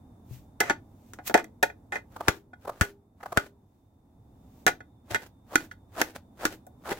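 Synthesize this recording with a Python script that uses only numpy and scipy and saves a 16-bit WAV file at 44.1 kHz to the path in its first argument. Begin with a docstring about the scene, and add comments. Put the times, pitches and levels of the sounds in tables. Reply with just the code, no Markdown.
"""A kitchen knife slices a firm vegetable on a plate, close to a stereo microphone in a small room.
First the pieces are set down and the plate clatters; then three slices each crunch and land with a thud;
at last five quicker, wetter strokes dice them. Filtered random snaps make the cutting and the sliding,
decaying modes make the plate, damped sines make the thuds; sparse echoes, a rumble and a faint whine
make the room."""
import sys
import numpy as np
from scipy import signal
from scipy.fft import rfft, irfft, next_fast_len
from scipy.io import wavfile
from scipy.ndimage import uniform_filter1d

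SR = 44100
rng = np.random.default_rng(int(sys.argv[2]) if len(sys.argv) > 2 else 0)


def file_out(sig):
    """Save sig as 16-bit WAV at sys.argv[1]."""
    # one column per channel
    cols = np.atleast_2d(sig).T
    # limit, then scale
    lim = np.clip(cols, -1, 1)
    pcm = np.round(lim * 32767).astype(np.int16)
    wavfile.write(sys.argv[1], SR, pcm)


N = 308259
TIME = np.arange(N) / SR
AGE = TIME[:SR // 8]  # seconds since a contact

# Knife strokes. Each row: landing of the blade in seconds, time to sink through in s,
# shearing effort just before landing in dB, dragging effort afterwards in dB.
STROKES = [(2.283, .16, -57.5, -53), (2.811, 0.19, -61.5, -56), (3.373, .16, -59.5, -55),
           (5.148, 0.034, -42, -53.5), (5.556, 0.037, -42, -48), (6.013, 0.037, -34, -50),
           (6.453, 0.037, -37, -47.5), (6.917, 0.045, -35, -49)]
# Wet pieces flicked by the blade. Each row: time in seconds, effort in dB.
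FLICKS = [(2.85, -38), (5.112, -36), (5.266, -49.5), (5.721, -51.5), (6.161, -38.5)]
# Spectrum of bursting cells. Each row: frequency in Hz, relative level in dB.
CELL_SPECTRUM = [(150, -12), (320, 2), (800, -1), (1100, -8.5), (1600, -3), (2300, -9), (4000, -13.5),
                 (7500, -18), (10000, -19.5), (16000, -24.5)]
# Spectrum of juice fizz and of sliding friction. Each row: frequency in Hz, relative level in dB.
FRICTION_SPECTRUM = [(300, -14.5), (1200, -4), (2500, -0.5), (4500, -3.5), (7000, -0.5), (10000, -7),
                     (13000, 0), (16000, 0)]
# Flesh cracking ahead of the blade. Each row: middle in seconds, relative level in dB, resonance in Hz.
CRUNCHES = [(2.167, -35.5, 960), (2.210, -27.5, 910), (2.279, -31, 893), (2.655, -39, 931.6),
            (2.68, -29.5, 847.3), (2.697, -27.5, 969.4), (3.21, -47.5, 1300), (3.235, -36, 1160),
            (3.263, -32, 1029), (3.327, -29, 915), (3.37, -33, 940), (6.858, -40, 1200)]
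# Spectrum of snapping fibres for a 1000 Hz resonance. Each row: frequency in Hz, relative level in dB.
FIBRE_SPECTRUM = [(100, -15.5), (300, -11.5), (600, 1), (950, -1.5), (1400, -3.5), (1900, -18),
                  (3000, -26.5), (8000, -31), (16000, -31)]
# Blows on the plate. Each row: start in seconds, relative ring level in dB, ring centre in Hz,
# click level in dB, click tilt in dB per octave, relative level of the hollow knock in dB,
# knock centre in Hz, factor on the decay times, delay of the rebound in s (1 ms or less: no rebound).
BLOWS = [(0.604, -20, 1610, -21.5, 2, -23, 390, 1.1, 0.0028),
         (0.698, -21, 1880, -23, -4, -25, 784, 0.67, 0.0076),
         (1.135, -61, 1600, -40.5, 1.5, -49.5, 416, 1, 0.000087),
         (1.188, -45, 1710, -40, -10, -40, 746, 1.3, 0.00096),
         (1.297, -38, 1600, -33, -2, -30, 534, 0.61, 0.012),
         (1.342, -20, 1950, -15.5, -2.2, -19.5, 240, 0.88, 0.00019),
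         (1.345, -20.5, 1550, -21, -6, -13, 560, .9, .0065),
         (1.377, -27, 1920, -33, -0.5, -31, 650, 1.2, 0),
         (1.443, -45.5, 2099, -46, 4, -68, 487, 0.45, 0.00066),
         (1.628, -20, 1800, -22.5, 2, -20.5, 595, 1, .003),
         (1.699, -40.5, 1904, -49, -11, -44, 699.4, 0.84, 0),
         (1.922, -27, 1840, -35, -2.5, -31.5, 648, 2.8, 0.00087),
         (1.955, -27.5, 1980, -44, 1.5, -33.5, 502, 1.33, 0.00077),
         (2.283, -21, 1440, -12, -1, -25.5, 550.2, 0.81, 0.00025),
         (2.533, -44, 1520, -51, -9.5, -50, 783, 0.72, 0),
         (2.811, -20.5, 1540, -16.5, 0, -26, 290, 1.545, 0),
         (3.3733, -18, 1490, -14.5, -2.5, -25.5, 624, 0.8, 0.000083),
         (4.6656, -14, 1441, -14.5, 0, -22.5, 666, 1.423, 0.013),
         (4.805, -42.5, 1480, -53, -7.5, -49.5, 618, 0.96, 0.00024),
         (5.111, -51, 1450, -40, -1, -41.5, 491, 1.5, 0),
         (5.146, -20.5, 1889, -25.5, -1, -32, 449, 0.7, 0.011),
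         (5.5565, -14.5, 1940, -16, 0, -26, 362.7, 0.39, 0.00017),
         (5.713, -39, 1592, -51, -2.5, -70.5, 610, 0.63, 0.00096),
         (6.0154, -22, 1670, -16, -0.5, -25.5, 422.7, 0.52, 0.00063),
         (6.453, -24, 1599, -18, -0.5, -28.5, 380, 1.058, 0.00018),
         (6.667, -62, 1504, -47, 13, -46.5, 652, 0.94, 0),
         (6.917, -33, 1850, -28, -7, -29, 453.7, 0.87, 0.00083)]
# Modes of the plate. Each row: frequency in Hz, relative level in dB, nominal 60 dB decay time in s,
# phase between the two microphones in rad.
PLATE_MODES = [(1338, -7, 0.037, 2), (1473, 1, 0.053, 1.8), (1680, -8, 0.057, -1.26),
               (1757, -1.5, 0.033, 5), (1852, -4, 0.04, 2), (2042, -4, 0.05, -1.16),
               (2464, -3.5, 0.042, -1.5), (3210, -15.5, .04, 4), (3310, -13.5, 0.082, -1),
               (3770, -13.5, 0.094, -1.5), (4460, -16.5, 0.14, 0.5), (5300, -17.5, 0.12, -0.5),
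               (6320, -19, 0.077, 1), (6370, -12.5, 0.12, 3), (7900, -17, 0.11, 0)]
# Modes of the plate rocking on the table, with the hollow under it. Each row: frequency in Hz,
# relative level in dB, nominal 60 dB decay time in s, phase between the two microphones in rad.
HOLLOW_MODES = [(234.9, -9, 0.14, 0.94), (327, -3.5, 0.099, -0.22), (424.5, -1, .055, 0.4),
                (500, -4.5, 0.055, -1.2), (570.4, 0, 0.061, -2.3), (733.5, 2, 0.052, 0.78),
                (820, -2, 0.049, 0.52), (896.3, 0.5, 0.038, 0.31)]
# Spectrum of hard contact. Each row: frequency in Hz, relative level in dB.
CLICK_SPECTRUM = [(80, -17), (300, -1.5), (700, -3.5), (1000, -6), (1500, 2.5), (2100, -3), (2800, -7.5),
                  (3800, -10.5), (4700, -13), (6000, -8), (8000, -11.5), (9500, -17), (12000, -15.5),
                  (16000, -19)]
# The plate buzzing as it settles. Each row: start in seconds, hold in s, level in dB.
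RATTLES = [(0.604, .115, -37.5), (1.356, .04, -34.5), (1.925, 0.047, -39)]
# Dull thuds through the table. Each row: start in seconds, relative level in dB, frequency in Hz,
# 60 dB decay time in s.
THUDS = [(0.31, -34.5, 125, 0.26), (2.2867, -15.5, 103.1, 0.028), (2.8129, -11, 93, 0.043),
         (3.375, -16, 99.1, 0.022), (5.113, -35.5, 106, 0.18)]
# Skin and vegetable sliding over the glaze. Each row: strongest moment in seconds, level in dB,
# rise over 60 dB in s, fall over 60 dB in s.
SLIDES = [(0.34, -53, 0.23, .3), (1.101, -66, 0.92, .6), (1.277, -26, 0.055, .06), (3.75, -81, 1.2, 1.8),
          (4.6, -66.5, 1, 0.71)]
# Reverberation of the room. Each row: frequency in Hz, 60 dB decay time in s.
ROOM_DECAY = [(100, 0.45), (250, 0.44), (420, 0.17), (800, 0.18), (1800, 0.15), (4000, 0.18), (9000, 0.13),
              (16000, 0.19)]
# Spectrum of the room's rumble. Each row: frequency in Hz, relative density in dB per Hz.
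RUMBLE_SPECTRUM = [(15, -40), (25, -16), (60, -6), (100, -0.5), (153, -10.5), (256, -6.5), (384, -19),
                   (545, -22), (870, -21), (1150, -31), (1560, -40), (2200, -45.5), (3000, -52),
                   (7000, -48.5), (16000, -48)]
# Swell of the rumble, used about its mean. Each row: time in seconds, relative level in dB.
RUMBLE_SWELL = [(0.0, -54), (1.32, -55), (1.48, -56.5), (2.2, -55), (2.43, -61), (2.72, -58), (3.1, -63),
                (3.35, -60), (3.89, -63.5), (4.59, -53.5), (4.92, -59), (6.99, -54.5)]
# A faint fuzzy whine in the room. Each row: time in seconds, level in dB.
WHINE_LEVEL = [(0, -83.5), (2.6, -94), (4.1, -90.5), (4.5, -83.5), (6.99, -84)]

# A stroke bites in, grows as the blade sinks, then drags on the glaze and lets go;
# BITE_S, LANDED_S and LET_GO_S each span 60 dB.
BITE_S, BUILD_DB, LANDED_S, DRAG_S, LET_GO_S = 0.11, 7, 0.06, 0.091, 0.099
FLICK_RISE_S, FLICK_FALL_S = 0.032, 0.055
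CRUNCH_SIGMA_S = 0.0035  # standard deviation of the bell-shaped envelope
# The plate tips and comes back on the table: the later, the weaker; its click is duller.
REBOUND_DB, REBOUND_FADE_DB_PER_S, REBOUND_TILT_DB, REBOUND_KNOCK_HZ = 2, 549.5, -2, 736.7
RATTLE_RISE_S, RATTLE_FALL_S = 0.015, 0.085
RUMBLE_DB = -56
EDGE_HZ = 16050  # upper band limit


def knife_effort():
    """Work of the blade: effort grows with depth while sinking, then passes to dragging and flicking."""
    sinking, dragging = np.zeros(N), np.zeros(N)
    for lands, sink_s, sink_db, drag_db in STROKES:
        depth = np.clip(1 + (TIME - lands) / sink_s, 0, 1)
        bite = envelope(lands - sink_s, sink_s, sink_db, BITE_S, LANDED_S)
        sinking += bite * gain_of(BUILD_DB * (depth - 1))
        dragging += envelope(lands, DRAG_S, drag_db, LANDED_S, LET_GO_S)
    flicking = sum(envelope(s, 0, db, FLICK_RISE_S, FLICK_FALL_S) for s, db in FLICKS)
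    return sinking, dragging + flicking


def shearing(clump_db=3, clump_s=0.025, juice_db=-24, juice_follow=0.68, fibre_db=1):
    """Fracture noise: cells burst in uneven clumps, fibres snap as the blade sinks, and juice fizzes."""
    sinking, dragging = knife_effort()
    effort = sinking + dragging
    drift = evened(uniform_filter1d(rng.standard_normal(N), max(int(clump_s * SR), 1)))
    clumps = gain_of(clump_db * drift)
    cells = evened(colour(clumps * grains(N, per_s=3500, spread_db=2.7), CELL_SPECTRUM))
    juice = evened(colour(grains(N, per_s=9700, spread_db=4), FRICTION_SPECTRUM))
    fibres = evened(colour(grains(N, per_s=1500, spread_db=2), FIBRE_SPECTRUM))
    # the fizz follows the effort less than proportionally
    fizz = gain_of(juice_db) * effort ** juice_follow * juice
    return effort * cells + fizz + gain_of(fibre_db) * sinking * fibres


def crunches(gain_db=0.5):
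    """Excited resonance: a clump of fibres snaps at once and sounds the damp body of the vegetable."""
    out, middle = np.zeros((2, N)), AGE[len(AGE) // 3]
    for s, db, body_hz in CRUNCHES:
        spectrum = np.array(FIBRE_SPECTRUM) * [body_hz / 1000, 1]  # shifted to this resonance
        shape = np.exp(-((AGE - middle) / CRUNCH_SIGMA_S) ** 2 / 2)
        snaps = grains(len(AGE), per_s=3700, spread_db=0.5) * shape
        add(out, s - middle, gain_of(db + gain_db) * burst(colour(snaps, spectrum)))
    return out


def blows(ring_gain_db=2, knock_gain_db=2, left_db=1.0, soft_db=0.35):
    """Impact excitation: a blow clicks, rings the plate and knocks it on the table; some rebound once."""
    out = np.zeros((2, N))
    for s, ring_db, ring_hz, click_db, tilt_db, knock_db, knock_hz, length, rebound_s in BLOWS:
        contacts = [(s, 0, tilt_db, knock_hz)]
        if rebound_s > 0.001:
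            rebound_db = REBOUND_DB - REBOUND_FADE_DB_PER_S * rebound_s
            contacts.append((s + rebound_s, rebound_db, tilt_db + REBOUND_TILT_DB, REBOUND_KNOCK_HZ))
        for at, db, tilt, hollow_hz in contacts:
            # a dull contact leaves the modes far from the ring centre weaker
            rest_db = -9 + soft_db * min(tilt, 0)
            plate = ring(PLATE_MODES, length, ring_hz, focus_db=30, rest_db=rest_db)
            knock = ring(HOLLOW_MODES, length, hollow_hz, focus_db=33.5, rest_db=-10.0)
            sound = gain_of(ring_db + ring_gain_db) * plate * pan(-3.0)
            sound = sound + gain_of(knock_db + knock_gain_db) * knock * pan(0.4)
            sound = sound + gain_of(click_db) * click(tilt, length)
            add(out, at, gain_of(db) * pan(left_db) * sound)
    return out


def ring(modes, length, centre_hz, focus_db, rest_db, spot_db=2.02, split=0.04, twin_db=-6):
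    """Modal decay: modes near centre_hz are favoured by the struck spot, each with a weaker twin close by."""
    hz, db, t60, phase = np.transpose(modes)[:, :, None]
    strength, start, apart = rng.standard_normal((3, len(modes), 1))
    focus = np.maximum(-focus_db * np.log2(hz / centre_hz) ** 2, rest_db)
    db = db + focus + spot_db * strength
    # losses in the plate itself limit the ring, most of all in the treble
    longest_s = 0.085 * np.minimum(1750 / hz, 1) ** 0.7
    t60 = np.minimum(t60 * length, longest_s)
    twin = 1 + 1j * gain_of(twin_db) * np.exp(2j * np.pi * hz * split * apart * AGE)
    waves = gain_of(db - 60 * AGE / t60) * twin * np.exp(2j * np.pi * (hz * AGE + start))
    heard = np.array([(waves * np.exp(0.5j * side * phase)).real.sum(0) for side in (1, -1)])
    return burst(heard * (1 - np.exp(-AGE / 0.0028)))  # soft onset


def click(tilt_db, length, snap_s=0.00055, chatter_s=0.0077, chatter=0.3):
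    """Hard contact: a sharp snap, then milliseconds of chatter; flesh around the blade cuts it short."""
    snap = np.exp(-AGE / (snap_s * length))
    tail = chatter * np.exp(-AGE / (chatter_s * length))
    shape = (snap + tail) * (1 - np.exp(-AGE / 0.000067))
    noise = ports(rng.standard_normal((2, len(AGE))))
    return burst(colour(noise * shape, CLICK_SPECTRUM, tilt_db))


def rattling(ring_db=1, knock_db=-3):
    """Repeated impact: fast tiny bounces keep the plate and the hollow under it ringing."""
    bounces = grains(N, per_s=4700, spread_db=1.5)
    plate = ring(PLATE_MODES, length=0.82, centre_hz=1910, focus_db=10, rest_db=-5.5)
    rung = signal.oaconvolve(bounces, plate, axes=1)[:, :N]
    hollow = ring(HOLLOW_MODES, length=0.8, centre_hz=680, focus_db=11, rest_db=-6.5)
    knocked = signal.oaconvolve(bounces[:1], hollow, axes=1)[:, :N]
    settling = sum(envelope(s, hold_s, db, RATTLE_RISE_S, RATTLE_FALL_S) for s, hold_s, db in RATTLES)
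    clicks = evened(colour(bounces, CLICK_SPECTRUM, tilt_db=-3.0))
    return settling * evened(clicks + gain_of(ring_db) * evened(rung) + gain_of(knock_db) * evened(knocked))


def thuds(after_hz=402, after_db=-27, after_t60=0.45, slap_hz=170, slap_db=-3, slap_t60=0.024):
    """Damped oscillation: the table is pushed and slapped, and a faint low note hangs on."""
    out, t = np.zeros((2, N)), TIME[:SR // 2]
    note = np.sin(2 * np.pi * after_hz * t) * gain_of(after_db - 60 * t / after_t60)
    slap = np.sin(2 * np.pi * slap_hz * t) * gain_of(slap_db - 60 * t / slap_t60)
    for s, db, hz, t60 in THUDS:
        push = np.sin(2 * np.pi * hz * t) * gain_of(-60 * t / t60)
        add(out, s, gain_of(db) * ((push + slap) * pan(7.5) + note))
    return signal.sosfilt(signal.butter(2, 55, "highpass", fs=SR, output="sos"), out)


def rubbing():
    """Sliding friction: dense fine snaps hiss in proportion to the pressure on the glaze."""
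    pressure = sum(envelope(s, 0, db, rise_s, fall_s) for s, db, rise_s, fall_s in SLIDES)
    return pressure * evened(colour(grains(N, per_s=20000, spread_db=2.5), FRICTION_SPECTRUM))


def room(x, wet_db=-14, delay_s=0.0046):
    """Reverberation: sparse reflections from near walls, each band dying at its own speed."""
    t = TIME[:SR // 2]
    taps = ports(rng.standard_normal((2, len(t))) * (rng.random((2, len(t))) < 3000 / SR), split_hz=2300)
    hz, age, bands = signal.stft(taps, SR, nperseg=256)
    decay = gain_of(-60 * age / read(ROOM_DECAY, hz)[:, None])
    tail = signal.istft(bands * decay, SR, nperseg=256)[1][:, :len(t)]
    tail = tail * np.clip(t / delay_s - 1, 0, 1)  # silent for one delay, faded in over the next
    tail = tail / np.linalg.norm(tail, axis=1, keepdims=True)
    return gain_of(wet_db) * signal.fftconvolve(x, tail, axes=1)[:, :N]


def air(whine_hz=3610, waver_hz=45, swell_share=0.9):
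    """Ambient noise: filtered noise that swells and sinks, and a sine frequency-modulated by slow noise."""
    swell_db = np.interp(TIME, *np.transpose(RUMBLE_SWELL))
    swell = gain_of(swell_share * (swell_db - swell_db.mean()))
    noise = ports(rng.standard_normal((2, N)), split_hz=470)
    rumble = evened(colour(noise, RUMBLE_SPECTRUM, size=8192))
    waver = evened(uniform_filter1d(rng.standard_normal((2, N)), size=300))
    whine = evened(np.sin(2 * np.pi * np.cumsum(whine_hz + waver_hz * waver, axis=1) / SR))
    whine_gain = gain_of(np.interp(TIME, *np.transpose(WHINE_LEVEL)))
    return swell * gain_of(RUMBLE_DB) * rumble * pan(-1.0) + whine_gain * whine


def grains(count, per_s, spread_db):
    """Random impulses: tiny snaps of uneven size, as the two microphones get them."""
    sizes = gain_of(spread_db * np.minimum(rng.exponential(1, count), 4))
    snaps = sizes * (rng.random(count) < per_s / SR)
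    return ports(snaps * rng.standard_normal((2, count)))


def ports(pair, split_hz=1100):
    """Spatial coherence: two close microphones hear long waves alike and short waves differently."""
    size = next_fast_len(pair.shape[1])
    a, b = rfft(pair, size)
    apart = np.pi / 4 / (1 + (split_hz / (np.fft.rfftfreq(size, 1 / SR) + 1)) ** 2)
    shared, differing = a * np.cos(apart), b * np.sin(apart)
    return irfft(np.array([shared + differing, shared - differing]), size)[:, :pair.shape[1]]


def colour(x, points, tilt_db=0, size=2048):
    """Minimum-phase filtering: a causal filter with the given spectrum, tilted per octave in the treble."""
    hz = abs(np.fft.fftfreq(size, 1 / SR))
    log_gain = np.log(gain_of(read(points, hz) + tilt_db * np.log2(1 + hz / 1000)))
    taps = np.fft.ifft(np.exp(signal.hilbert(log_gain).conj())).real
    return signal.oaconvolve(x, taps[None, :size // 2], axes=1)[:, :x.shape[1]]


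def envelope(start, hold_s, db, attack_s, release_s):
    """Exponential growth and decay around a hold; attack and release each span 60 dB, down to -120 dB."""
    away = np.maximum((start - TIME) / attack_s, (TIME - start - hold_s) / release_s)
    return gain_of(db) * np.exp(-np.log(1000) * np.clip(away, 0, 2))


def read(points, hz):
    """Logarithmic frequency scale: interpolates a spectrum's value at hz."""
    f, value = np.transpose(points)
    return np.interp(np.log(hz + 1), np.log(f + 1), value)


def gain_of(db):
    """Decibel law: level to amplitude."""
    return 10 ** (np.asarray(db) / 20)


def evened(x):
    """Mean power: scales to rms 1."""
    return x / np.sqrt(np.mean(x ** 2) + 1e-20)


def burst(x):
    """Signal energy: scales a short stereo sound to the energy of 5 ms at rms 1."""
    return x / np.sqrt(np.sum(x ** 2) / (2 * 0.005 * SR) + 1e-20)


def pan(db):
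    """Level difference between the ears: left and right gains, left louder for positive db."""
    return gain_of(np.array([[db], [-db]]) / 2)


def add(mix, s, sound):
    """Superposition: mixes a stereo sound in at time s."""
    part = mix[:, max(round(s * SR), 0):][:, :sound.shape[1]]
    part += sound[:, :part.shape[1]]


def scene():
    """Superposition of knife, vegetable and plate, their reflections, the thuds and the room's air."""
    near = shearing() + crunches() + blows() + rattling() + rubbing()
    return near + room(near) + thuds() + air()


def record(dry):
    """Saturation and band limit: the loudest peaks are rounded off, then a low-pass filter follows."""
    rounded = dry / (1 + dry ** 6) ** (1 / 6)
    low_pass = signal.firwin(301, EDGE_HZ, window=("kaiser", 9), fs=SR)
    return signal.oaconvolve(rounded, low_pass[None], "same")


dry = scene()
out = record(dry)
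file_out(out)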